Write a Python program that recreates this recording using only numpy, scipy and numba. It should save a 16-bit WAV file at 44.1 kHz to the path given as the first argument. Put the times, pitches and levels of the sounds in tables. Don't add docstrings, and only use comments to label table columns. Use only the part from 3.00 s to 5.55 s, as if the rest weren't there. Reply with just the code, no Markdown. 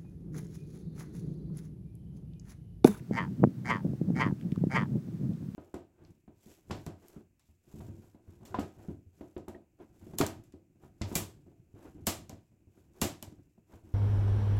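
import sys
import numpy as np
from scipy import signal
from scipy.fft import rfft, irfft
from scipy.io import wavfile
from numba import njit

SR = 44100
rng = np.random.default_rng(int(sys.argv[2]) if len(sys.argv) > 2 else 0)


def to_wav(s):
    ch = np.atleast_2d(s).T
    pcm = np.round(np.clip(ch, -1, 1) * 32767)
    wavfile.write(sys.argv[1], SR, pcm.astype(np.int16))


N = 112454

# t/s, level/dB
GUSTS = [(0, -37), (.05, -44), (.11, -32), (.23, -38), (.34, -35), (.38, -38), (.46, -30), (.54, -43),
         (.61, -37), (.72, -37), (.8, -40), (.86, -31), (.93, -31), (.97, -42), (1.08, -30), (1.17, -34),
         (1.28, -30), (1.4, -42), (1.47, -36), (1.55, -41), (1.64, -32), (1.71, -37), (1.79, -31),
         (1.86, -36), (1.97, -30), (2.03, -42), (2.15, -37), (2.28, -36), (2.41, -41), (2.55, -37)]
# f/Hz, relative density/dB
RUMBLE_SPECTRUM = [(20, -53), (40, -38.5), (62, -19.5), (100, -8.5), (135, -1.5), (180, -1), (250, -9),
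                   (330, -14.5), (450, -27.5), (650, -36), (1000, -48.5), (2000, -71)]
RUMBLE_GAIN_DB, FLUTTER_HZ, FLUTTER_DB = 1, 44.28, 3
# f/Hz, relative density/dB
HISS_SPECTRUM = [(100, 10), (700, 12), (1500, 11.5), (3000, 4), (6000, 2.5), (10000, -2), (16000, -2)]
# t/s, peak level/dB, pressure half-width/ms
EDDIES = [(.111, -16.5, 0.88), (0.401, -21.5, 2), (0.4225, -20.5, 2.1), (.433, -12, 0.75),
          (0.4392, -6.5, 0.34), (0.448, -10.5, 0.83), (.473, -15.5, 1.8), (.756, -24.5, 1.6),
          (.850, -21.5, 0.92), (.866, -29, 0.84), (0.935, -27, .8), (1.015, -17.5, 1.13),
          (1.053, -30.5, 2.8), (1.088, -24, 1.04), (1.104, -21, 0.87), (1.265, -19, 0.99),
          (1.325, -19, 1.64), (1.524, -20.5, 1.71), (1.577, -21, 1.57), (1.6391, -14.5, 0.83),
          (1.67, -16.5, 1.78), (1.956, -21, 1.4), (2.086, -33.5, 0.94), (2.212, -29, 1.32),
          (2.292, -25, 2.7), (2.487, -27.5, 2.5)]
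HISS_DB, BASS_CUT_HZ, TOP_HZ = -66.5, 159, 15800

# peak t/s, gain/dB, pulse rate ratio, throat tuning ratio
CALLS = [(.1864, -3, .89, .965), (.7118, 0, .975, .995), (1.2183, 0, 1.0, 1.0), (1.7674, 1, 1.02, 1.01)]
# t/s from peak, closing beat level/dB, opening snap level/dB
EFFORT = [(-.066, -31, -22), (-.052, -26, -6), (-.028, -22, -4), (-.02, -7, -3), (-.007, -1, 1), (0, 0, 1),
          (.008, -1, -9), (.03, -6, -13), (.06, -10, -13), (.078, -23, -28), (.096, -24, -32)]
# t/s from peak, f/Hz
PULSE_RATE = [(-.05, 127), (-.03, 128), (-.02, 143), (-.003, 147), (.008, 123), (.021, 106), (.055, 94),
              (.09, 76)]
# t/s from peak, f1/Hz, f2/Hz, f3/Hz, f4/Hz
FORMANT_TRACKS = [(-.06, 760, 1500, 2150, 2900), (-.03, 820, 1500, 2200, 2700),
                  (-.015, 990, 1400, 2130, 2880), (0, 1080, 1600, 2010, 3100),
                  (.025, 1100, 1550, 1860, 3240), (.052, 1090, 1380, 1780, 3280),
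                  (.095, 900, 1200, 1450, 3200)]
# stage width/Hz, gain/dB
FORMANT_BANDS = [(300, 0), (400, -9), (310, -2), (270, -16)]
# f/Hz, gain/dB
RASP_SPECTRUM = [(300, -6.5), (700, 11), (1300, 5.5), (2200, 10.5), (2600, -17.5), (3900, -13.5),
                 (4700, -7.5), (5500, -9.5), (6500, -9), (7600, -17), (10000, -22), (16000, -35)]
CALL_START_S, CALL_END_S, SNAP_LEAD_S = -.069, .098, .0022
JITTER_CYCLES, SHIMMER_DB, PUFF_DECAY_S = .01, .7, .002
VOICE_DB, SNAP_IN_VOICE_DB, AIR_IN_VOICE_DB = 15, -19, -35
RASP_DB, BEAT_IN_RASP_DB, AIR_IN_RASP_DB = -14, -17, -18
CHEST_HZ, CHEST_WIDTH_HZ, CHEST_DB = 540, 450, -11
BEAK_HZ, BEAK_WIDTH_HZ, BEAK_DB = 4550, 600, -35
THROAT_TOP_HZ, CLOSING_DB_PER_S = 3400, 110
SCATTER_DB, SCATTER_T60_S = -8, .055

# t/s, burst level/dB, centre f/Hz
TICKS = [(1.399, -44, 2500), (1.412, -32, 2220), (1.427, -40, 2560), (1.520, -29.5, 2320),
         (1.560, -27, 1140), (1.585, -35.5, 1580), (2.334, -48.5, 3500)]
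TICK_DECAY_S, TICK_WIDTH_RATIO = .001, .3


def undb(db):
    return 10 ** (np.asarray(db) / 20)


def unit_rms(x):
    return x / np.sqrt(np.mean(x ** 2))


def add(out, x, start_s):
    i = max(int(round(start_s * SR)), 0)
    out[i:i + len(x)] += x[:len(out) - i]


def butter(x, hz, kind, order):
    return signal.sosfilt(signal.butter(order, hz, kind, fs=SR, output="sos"), x)


def colour(x, spectrum, size=4096):
    hz, db = np.array(spectrum, float).T
    bins_hz = np.arange(size // 2 + 1) * SR / size
    gain = undb(np.interp(np.log(bins_hz + 1), np.log(hz), db))
    cepstrum = irfft(np.log(gain))
    cepstrum[1:size // 2] *= 2
    cepstrum[size // 2 + 1:] = 0
    return signal.fftconvolve(x, irfft(np.exp(rfft(cepstrum))))[:len(x)]


@njit
def resonate(x, hz, width_hz):
    y, band, low = np.empty(len(x)), 0., 0.
    for i in range(len(x)):
        g, damping = np.tan(np.pi * hz[i] / SR), width_hz / hz[i]
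        v = (band + g * (x[i] - low)) / (1 + g * (g + damping))
        band, low = 2 * v - band, low + 2 * g * v
        y[i] = damping * v
    return y


def formant(x, hz, width_hz):
    hz = hz + np.zeros(len(x))
    return resonate(resonate(x, hz, float(width_hz)), hz, float(width_hz))


def impulses(t, times_s, gains):
    lag_samples = (t - times_s[:, None]) * SR
    return gains @ (np.sinc(lag_samples) * np.exp(-(lag_samples / 8) ** 2))


def wind():
    t = np.arange(N) / SR
    gust_db = np.interp(t, *np.array(GUSTS).T)
    noise = rng.standard_normal(N)
    flutter = np.interp(t * FLUTTER_HZ, np.arange(1024), rng.standard_normal(1024))
    turbulence = noise * undb(FLUTTER_DB * flutter)
    return unit_rms(colour(turbulence, RUMBLE_SPECTRUM)) * undb(gust_db + RUMBLE_GAIN_DB)


def hiss():
    return undb(HISS_DB) * unit_rms(colour(rng.standard_normal(N), HISS_SPECTRUM))


def eddies():
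    out, t = np.zeros(N), np.arange(-SR // 20, SR // 20) / SR
    for time_s, peak_db, half_width_ms in EDDIES:
        pressure = np.hanning(len(t)) / (1 + (1000 * t / half_width_ms) ** 2)
        thump = butter(pressure, BASS_CUT_HZ, "high", order=4)
        add(out, undb(peak_db) * thump / np.abs(thump).max(), time_s + t[0])
    return out


def pulses(t, rate_ratio):
    effort_s, beat_db, snap_db = np.array(EFFORT, float).T
    phase_cycles = np.cumsum(np.interp(t, *np.array(PULSE_RATE).T)) * rate_ratio / SR
    phase_cycles -= np.interp(0, t, phase_cycles)
    cycles = np.arange(-12, 14)
    jitter, beat_shimmer, snap_shimmer = rng.standard_normal((len(cycles), 3)).T
    times_s = np.interp(cycles + JITTER_CYCLES * jitter, phase_cycles, t)
    inside = (times_s > CALL_START_S) & (times_s < CALL_END_S)
    snap_gains = inside * undb(np.interp(times_s, effort_s, snap_db) + SHIMMER_DB * snap_shimmer)
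    beat_gains = inside * undb(np.interp(times_s, effort_s, beat_db) + SHIMMER_DB * beat_shimmer)
    return impulses(t, times_s - SNAP_LEAD_S, snap_gains), impulses(t, times_s, beat_gains)


def puffs(train):
    envelope = signal.lfilter([1], [1, -np.exp(-1 / (PUFF_DECAY_S * SR))], train)
    return envelope * rng.standard_normal(len(train))


def rasp(snaps, beats):
    edges = snaps + undb(BEAT_IN_RASP_DB) * beats
    return undb(RASP_DB) * colour(edges + undb(AIR_IN_RASP_DB) * puffs(edges), RASP_SPECTRUM)


def voice(t, snaps, beats, tuning):
    drive = beats + undb(SNAP_IN_VOICE_DB) * snaps + undb(AIR_IN_VOICE_DB) * puffs(beats)
    track_s, *tracks_hz = np.array(FORMANT_TRACKS, float).T
    rings = [undb(db) * formant(drive, tuning * np.interp(t, track_s, hz), width_hz)
             for hz, (width_hz, db) in zip(tracks_hz, FORMANT_BANDS)]
    closing = undb(-CLOSING_DB_PER_S * np.maximum(t, 0))
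    throat = sum(rings[:2]) + closing * sum(rings[2:])
    chest = undb(CHEST_DB) * formant(drive, CHEST_HZ, CHEST_WIDTH_HZ)
    beak = undb(BEAK_DB) * formant(drive, BEAK_HZ, BEAK_WIDTH_HZ)
    return undb(VOICE_DB) * (butter(throat + chest, THROAT_TOP_HZ, "low", order=8) + beak)


def grouse():
    direct, t = np.zeros(N), np.arange(-SR // 10, SR // 7) / SR
    for peak_s, gain_db, rate_ratio, tuning in CALLS:
        snaps, beats = pulses(t, rate_ratio)
        call = voice(t, snaps, beats, tuning) + rasp(snaps, beats)
        add(direct, undb(gain_db) * call, peak_s + t[0])
    age_s = np.arange(SR // 10) / SR
    scatter = rng.standard_normal(len(age_s)) * undb(-60 * age_s / SCATTER_T60_S)
    scatter /= np.linalg.norm(scatter)
    return direct + undb(SCATTER_DB) * signal.fftconvolve(direct, scatter)[:N]


def ticks():
    out, t = np.zeros(N), np.arange(SR // 50) / SR
    for time_s, db, hz in TICKS:
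        burst = rng.standard_normal(len(t)) * np.exp(-t / TICK_DECAY_S)
        tick = resonate(burst, np.full(len(t), float(hz)), TICK_WIDTH_RATIO * hz)
        add(out, undb(db) * tick, time_s)
    return out


def scene():
    return (hiss() + grouse() + wind() + eddies() + ticks())[None]


def record(dry):
    return signal.sosfilt(signal.ellip(10, rp=.2, rs=70, Wn=TOP_HZ, fs=SR, output="sos"), dry)


dry = scene()
out = record(dry)
to_wav(out)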